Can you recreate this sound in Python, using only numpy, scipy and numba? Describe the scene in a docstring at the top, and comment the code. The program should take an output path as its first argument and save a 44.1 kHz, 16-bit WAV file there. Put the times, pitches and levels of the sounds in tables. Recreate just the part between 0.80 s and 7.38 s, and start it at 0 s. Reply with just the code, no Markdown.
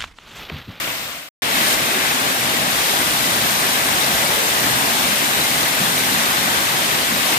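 """Two garden waterfalls in stereo from a pair of spaced microphones, with a short silence between them.
First a heavy chute fades and cuts off: coloured noise, ringing bubbles and droplets, the bass fading fastest.
After the silence, sheets of water spill off a rock ledge left of centre into a pool, made of the same layers.
The plunge rumbles, the foam rings and the spray hisses, following the flow and swelling band by band.
Single bubbles and drips plop out of the pool as decaying sines of climbing pitch."""
import sys
import numpy as np
from scipy import signal
from scipy.fft import rfft, irfft, next_fast_len
from scipy.io import wavfile
from numba import njit

SR = 44100
rng = np.random.default_rng(int(sys.argv[2]) if len(sys.argv) > 2 else 0)


def generate_wav(signal):
    """Clip the signal to [-1, 1] and save it as 16-bit WAV at the path in sys.argv[1]."""
    frames = np.transpose(np.atleast_2d(signal))
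    scaled = np.clip(frames, -1, 1) * 32767
    pcm = np.round(scaled).astype(np.int16)
    wavfile.write(sys.argv[1], SR, pcm)


N = 290178

# Head start of the ledge's sound at the left microphone: (frequency [Hz], lead [ms])
LEDGE_LEAD = [(250, 0.051), (450, 0.37), (700, 0.17), (1120, 0.32), (1380, 0.4), (1720, 0.38), (2150, 0.45),
              (2600, 0.415)]
# How far plunge, gurgle, foam and spray follow the level of each fall:
# (frequency [Hz], chute share [ratio], ledge share [ratio])
FOLLOW_SHARES = [(200, 1.06, 0.42), (700, 0.91, 0.48), (2500, 0.94, 0.31), (8050, 0.9, 1.4)]


def ledge():
    """Sheets of water off the rock ledge: shared and separate churn, coloured and moved by the flow."""
    # Colour before the gain below: (frequency [Hz], left level [dB per Hz], right level [dB per Hz])
    colour = [(30, -93, -78), (60.3, -61.5, -61.5), (119, -60, -59.5), (266, -53.5, -54),
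              (307, -57.5, -56.5), (485, -58.5, -57.5), (580, -53.5, -56.5), (680, -54.5, -54.5),
              (805, -54.5, -54.5), (990, -55.5, -55.5), (1180, -53.5, -55), (1430, -53.5, -55),
              (1580, -51.5, -55), (2040, -53, -56), (2430, -53.5, -58.5), (3830, -53.5, -59.5),
              (4430, -57.5, -61), (5370, -61, -60), (7060, -60.5, -63), (8860, -59, -62.5),
              (10200, -63, -64.5), (12200, -63, -61.5), (13700, -63.5, -61), (15200, -65.5, -68)]
    # How alike the two microphones hear it, apart from the lead: (frequency [Hz], likeness [0-1])
    likeness = [(60, 0.55), (120, 0.64), (255, 0.93), (340, 0.85), (500, 0.62), (690, 0.7), (860, 0.6),
                (1120, 0.39), (1380, 0.54), (1750, 0.35), (2150, 0.33), (2600, 0.25), (3100, 0.07),
                (4200, 0.15), (6900, 0.03)]
    return from_db(42.0) * water(colour, likeness, LEDGE_LEAD, ledge_level_db, SILENCE_START_S, N / SR)


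def ledge_level_db(time, hz):
    """Each part of the water follows the flow by its share; swells move a band for a moment."""
    # Flow over the ledge, as level of the spray; only its departure from the median counts:
    # (time [s], level [dB])
    flow = [(0.63, -29), (0.78, -24.5), (0.94, -23), (0.96, -26), (1.89, -26), (1.99, -24.5), (4.85, -24.5),
            (4.99, -25.5), (5.02, -24.5), (6.35, -25.5), (6.53, -24), (6.58, -25.5)]
    # Swells in the pool: (peak time [s], length [s], centre frequency [Hz], rise [dB])
    swells = [(0.623, 0.02, 2500, 3), (0.623, 0.012, 6000, 2), (0.798, 0.063, 268, 7), (0.78, .1, 3400, 2),
              (0.83, 0.17, 2130, 2.5), (.96, .06, 3600, 1), (1.12, 0.08, 3800, 1), (1.28, 0.085, 2900, 1),
              (1.158, 0.14, 362, 5), (1.19, 0.12, 1880, 4.5), (1.5, 0.12, 400, 4), (1.65, 0.18, 170, 2.5),
              (1.797, 0.053, 130, 6), (1.817, 0.046, 550, 5), (2.6, 0.31, 140, 5.5), (2.75, 0.39, 1210, 1),
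              (3.11, 0.13, 740, 2.5), (3.406, 0.15, 646, 4), (3.4, 0.11, 120, 6), (3.594, .12, 420, 5.5),
              (3.503, 0.11, 950, 1), (3.78, 0.082, 950, -1), (4.33, .2, 240, 3), (4.35, 0.28, 3400, 0),
              (5.5, 0.35, 1300, 1.5), (3.1, .08, 95, 8), (3.9, 0.11, 131, 10), (3.9, 0.22, 400, 2.5),
              (4.097, 0.29, 850, 2), (5.02, .08, 2100, 0.5), (5.028, 0.071, 150, 6), (5.2, .25, 260, 1.5),
              (5.366, 0.1, 200, 4), (5.603, 0.077, 2030, 1.5), (5.647, 0.084, 160, 8.5),
              (6.36, 0.075, 190, 6.5), (6.525, 0.091, 2200, 1.5), (6.52, .14, 900, 1.5)]
    swell_octaves = 0.32  # spread either side of the centre
    flow_s, flow_db = np.transpose(flow)
    flow_now_db = np.interp(time, flow_s, flow_db)
    level_db = at_hz(FOLLOW_SHARES, hz, axis=2) * (flow_now_db - np.median(flow_db))
    for peak_s, length_s, centre_hz, rise_db in swells:
        reach = np.exp(-.5 * (np.log2(hz / centre_hz) / swell_octaves) ** 2)
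        shape = np.exp(-.5 * (2 * (time - peak_s) / length_s) ** 2)
        level_db = level_db + rise_db * reach * shape
    return level_db


def plops():
    """Single bubbles and drips ring in the pool as climbing, decaying sines, heard first on the left."""
    # The clearest plops: (time [s], pitch [Hz], starting height [dB])
    drips = [(.70, 1880, -28.5), (.735, 2570, -27), (.757, 2140, -26), (.775, 3510, -29), (.79, 300, -30),
             (.81, 2910, -27), (.812, 2230, -25), (.828, 1930, -23), (.876, 600, -25.5), (1.111, 2500, -25),
             (1.151, 369, -26), (1.175, 1410, -27), (1.31, 3940, -28.5), (1.795, 640, -26),
             (1.83, 254, -27), (2.89, 3330, -29), (3.07, 727, -30.5), (3.14, 3160, -30), (3.19, 750, -26),
             (3.34, 1490, -27), (3.39, 740, -30), (3.46, 2230, -21), (3.51, 580, -28), (3.579, 432, -32),
             (3.74, 1030, -26), (3.97, 885, -26), (4.049, 940, -27), (4.07, 670, -27), (4.127, 1885, -25),
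             (4.17, 680, -30), (4.203, 3770, -31), (4.24, 2270, -24), (4.61, 3930, -18), (4.64, 2080, -23),
             (4.71, 2160, -25), (5.01, 170, -26.5), (5.07, 1630, -27), (5.175, 2270, -27),
             (5.321, 253, -25), (5.61, 2055, -26), (5.648, 3555, -28), (5.738, 3340, -28),
             (5.81, 2050, -29), (6.23, 4250, -33.5), (6.339, 200, -28), (6.455, 600, -25.5),
             (6.525, 2485, -26)]
    ring_s, ring_cycles = 0.18, 40  # time to fall 60 dB = seconds + cycles of the pitch
    rise = 0.12  # share by which the pitch would climb over those 60 dB
    start_s, hz, height_db = np.transpose(drips)
    t60 = ring_s + ring_cycles / hz
    out = np.zeros((2, N))
    for side, late_s in enumerate([0, at_hz(LEDGE_LEAD, hz) / 1000]):
        starts = ((start_s + late_s) * SR).astype(np.int64)
        add_rings(out[side], starts, 2 * np.pi * hz / SR, t60 * SR, from_db(height_db), rise)
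    return out


def chute():
    """The heavy chute: shared and separate churn in its own colour, fading until the silence."""
    # Colour before fade and the gain below: (frequency [Hz], left level [dB per Hz], right level [dB per Hz])
    colour = [(45, -72, -72), (62, -68, -68.5), (95, -70, -71), (150, -67.5, -67), (193, -69, -70.5),
              (290, -65, -63), (350, -71, -72), (410, -72, -70), (530, -63.5, -67.5), (674, -64, -62),
              (850, -66.5, -69), (1000, -63, -65.5), (1190, -60.5, -64.5), (1700, -61, -66),
              (2180, -60, -64), (3300, -61, -67.5), (4000, -65, -66.5), (5260, -70, -69), (6900, -70, -75),
              (8200, -70.5, -70.5), (10100, -75.5, -77), (12000, -72, -70.5), (14800, -74, -71)]
    # How alike the two microphones hear it, apart from the lead: (frequency [Hz], likeness [0-1])
    likeness = [(60, 0.99), (120, 0.94), (255, 0.96), (340, 0.9), (450, 0.74), (680, 0.79), (1120, 0.67),
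                (1450, 0.13), (2200, 0.25), (2600, 0.15), (3700, 0.32), (5000, 0.03)]
    # Head start at the left microphone: (frequency [Hz], lead [ms])
    lead = [(300, .12), (1000, 0.15), (1400, 0.23), (2200, 0.077), (3400, .17)]
    return from_db(45.5) * water(colour, likeness, lead, chute_level_db, 0, SILENCE_END_S)


def chute_level_db(time, hz):
    """The chute fades out, the bass a little faster."""
    fade_s, fade_power = 0.53, 0.76  # where the fade aims for zero; power 1 = straight fade of amplitude
    remaining = np.clip(1 - time / fade_s, .03, 1)
    fade_db = 20 * fade_power * np.log10(remaining)
    return at_hz(FOLLOW_SHARES, hz) * fade_db


def water(colour, likeness, lead, level_db, start_s, end_s):
    """Churn shared by both microphones as far as they are alike, then coloured and moved band by band."""
    # Unsteadiness of the stream: (frequency [Hz], depth per unit of unrest [dB])
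    flicker = [(80, 3), (400, 1.34), (2000, 1), (10000, 0)]
    first = round(start_s * SR)
    size = next_fast_len(round(end_s * SR) - first, real=True)
    hz = np.maximum(np.arange(size // 2 + 1) * SR / size, 1)

    shared, left, right = (rfft(churn(size)) for _ in range(3))
    alike = np.clip(at_hz(likeness, hz), 0, 1)
    late = np.exp(-2j * np.pi * hz * at_hz(lead, hz) / 1000)  # delays the right side
    common = np.sqrt(alike) * shared * [np.ones_like(late), late]
    pair = common + np.sqrt(1 - alike) * np.array([left, right])
    colour_gain = from_db([at_hz(colour, hz), at_hz(colour, hz, axis=2)])
    low_cut = np.minimum(hz / colour[0][0], 1) ** 2  # 12 dB per octave below the first row
    pair = pair * colour_gain * low_cut

    coarse = np.arange(0, size, 40)
    time = start_s + coarse / SR
    surge, splatter = drift(7.4, len(time)), drift(40.0, len(time))  # common to all bands
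    centres = np.geomspace(60, 12000, num=17)
    out = 0
    for k, centre in enumerate(centres):
        # Triangular bands on a log axis add up to one
        band = np.interp(np.log(hz), np.log(centres), np.arange(len(centres)) == k)
        unrest = 0.23 * surge + 0.18 * splatter + 0.58 * drift(9.7, len(time))
        gain = from_db(level_db(time, centre) + at_hz(flicker, centre) * unrest)
        out = out + irfft(pair * band, size) * np.interp(np.arange(size), coarse, gain)
    whole = np.zeros((2, N + size))
    whole[:, first:first + size] = out
    return whole[:, :N]


def churn(size):
    """Falling water before its colour: white rush, foam bubbles and droplets."""
    # Foam bubbles ring long and tonally; droplets ring briefly
    foam = bubbles(size, per_s=1400, cycles=17, ring_s=0.045, spread_db=2)
    drops = bubbles(size, per_s=500, cycles=6.9, ring_s=0.0031, spread_db=3)
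    return rng.standard_normal(size) + from_db(-6.5) * foam + from_db(-12) * drops


def bubbles(size, per_s, cycles, ring_s, spread_db):
    """Bubbles born at random ring at pitches set by their size, with equal power per Hz on average."""
    rise = 0.015  # share by which pitch would climb over 60 dB of decay, as the bubble nears the surface
    when, small, strong = rng.random((int(per_s * size / SR), 3)).T
    hz = 120 + 15000 * small ** 2
    t60 = cycles / hz + ring_s
    strength_db = spread_db * np.minimum(-np.log(1 - strong), 5)
    heights = from_db(strength_db) * np.sqrt(np.sqrt(hz) / t60)  # evens out the power per Hz
    out = np.zeros(size)
    add_rings(out, (when * size).astype(np.int64), 2 * np.pi * hz / SR, t60 * SR, heights, rise)
    return rms_one(out)


@njit
def add_rings(out, starts, step, steps, heights, rise):
    """Adds decaying sines of climbing pitch, each a turning, shrinking pointer followed down 30 dB."""
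    # step: radians per sample; steps: samples to fall 60 dB
    for k in range(len(starts)):
        pointer = heights[k] + 0j
        turn = 1000. ** (-1 / steps[k]) * np.exp(1j * step[k])
        climb = np.exp(1j * step[k] * rise / steps[k])
        for i in range(starts[k], min(starts[k] + int(steps[k] / 2), len(out))):
            out[i] += pointer.imag
            pointer *= turn
            turn *= climb


def drift(rate_hz, size):
    """Slow chance at every 40th sample: noise through a double one-pole low-pass, scaled to rms 1."""
    r = np.exp(-80 * np.pi * rate_hz / SR)
    run_in = 2000
    noise = rng.standard_normal(size + run_in)
    return rms_one(signal.lfilter([1], [1, -2 * r, r * r], noise)[run_in:])


def from_db(db):
    """Decibels to gain."""
    return 10 ** (np.asarray(db) / 20)


def rms_one(x):
    """Scales to rms 1."""
    return x / np.sqrt(np.mean(x ** 2) + 1e-20)


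def at_hz(points, hz, axis=1):
    """Reads a column of a table on a log-frequency axis."""
    points = np.array(points)
    return np.interp(np.log(hz), np.log(points[:, 0]), points[:, axis])


SILENCE_START_S, SILENCE_END_S = .489, .6205


def scene():
    """The chute, silence, then the ledge with its plops."""
    edge_s = .001  # length of the ramp on either side of the silence
    time = np.arange(N) / SR
    chute_gate = np.clip((SILENCE_START_S - time) / edge_s + .5, 0, 1) ** 2
    ledge_gate = np.clip((time - SILENCE_END_S) / edge_s + .5, 0, 1) ** 2
    return chute() * chute_gate + (ledge() + plops()) * ledge_gate


def record(dry):
    """Soft saturation rounds the highest peaks, then a steep low-pass cuts the top."""
    overload, cutoff_hz = .8, 15350  # overload: ceiling of the saturation, full scale = 1
    rounded = overload * np.tanh(dry / overload)
    low_pass = signal.ellip(12, .5, 90, cutoff_hz, fs=SR, output="sos")
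    return signal.sosfilt(low_pass, rounded)


dry = scene()
out = record(dry)
generate_wav(out)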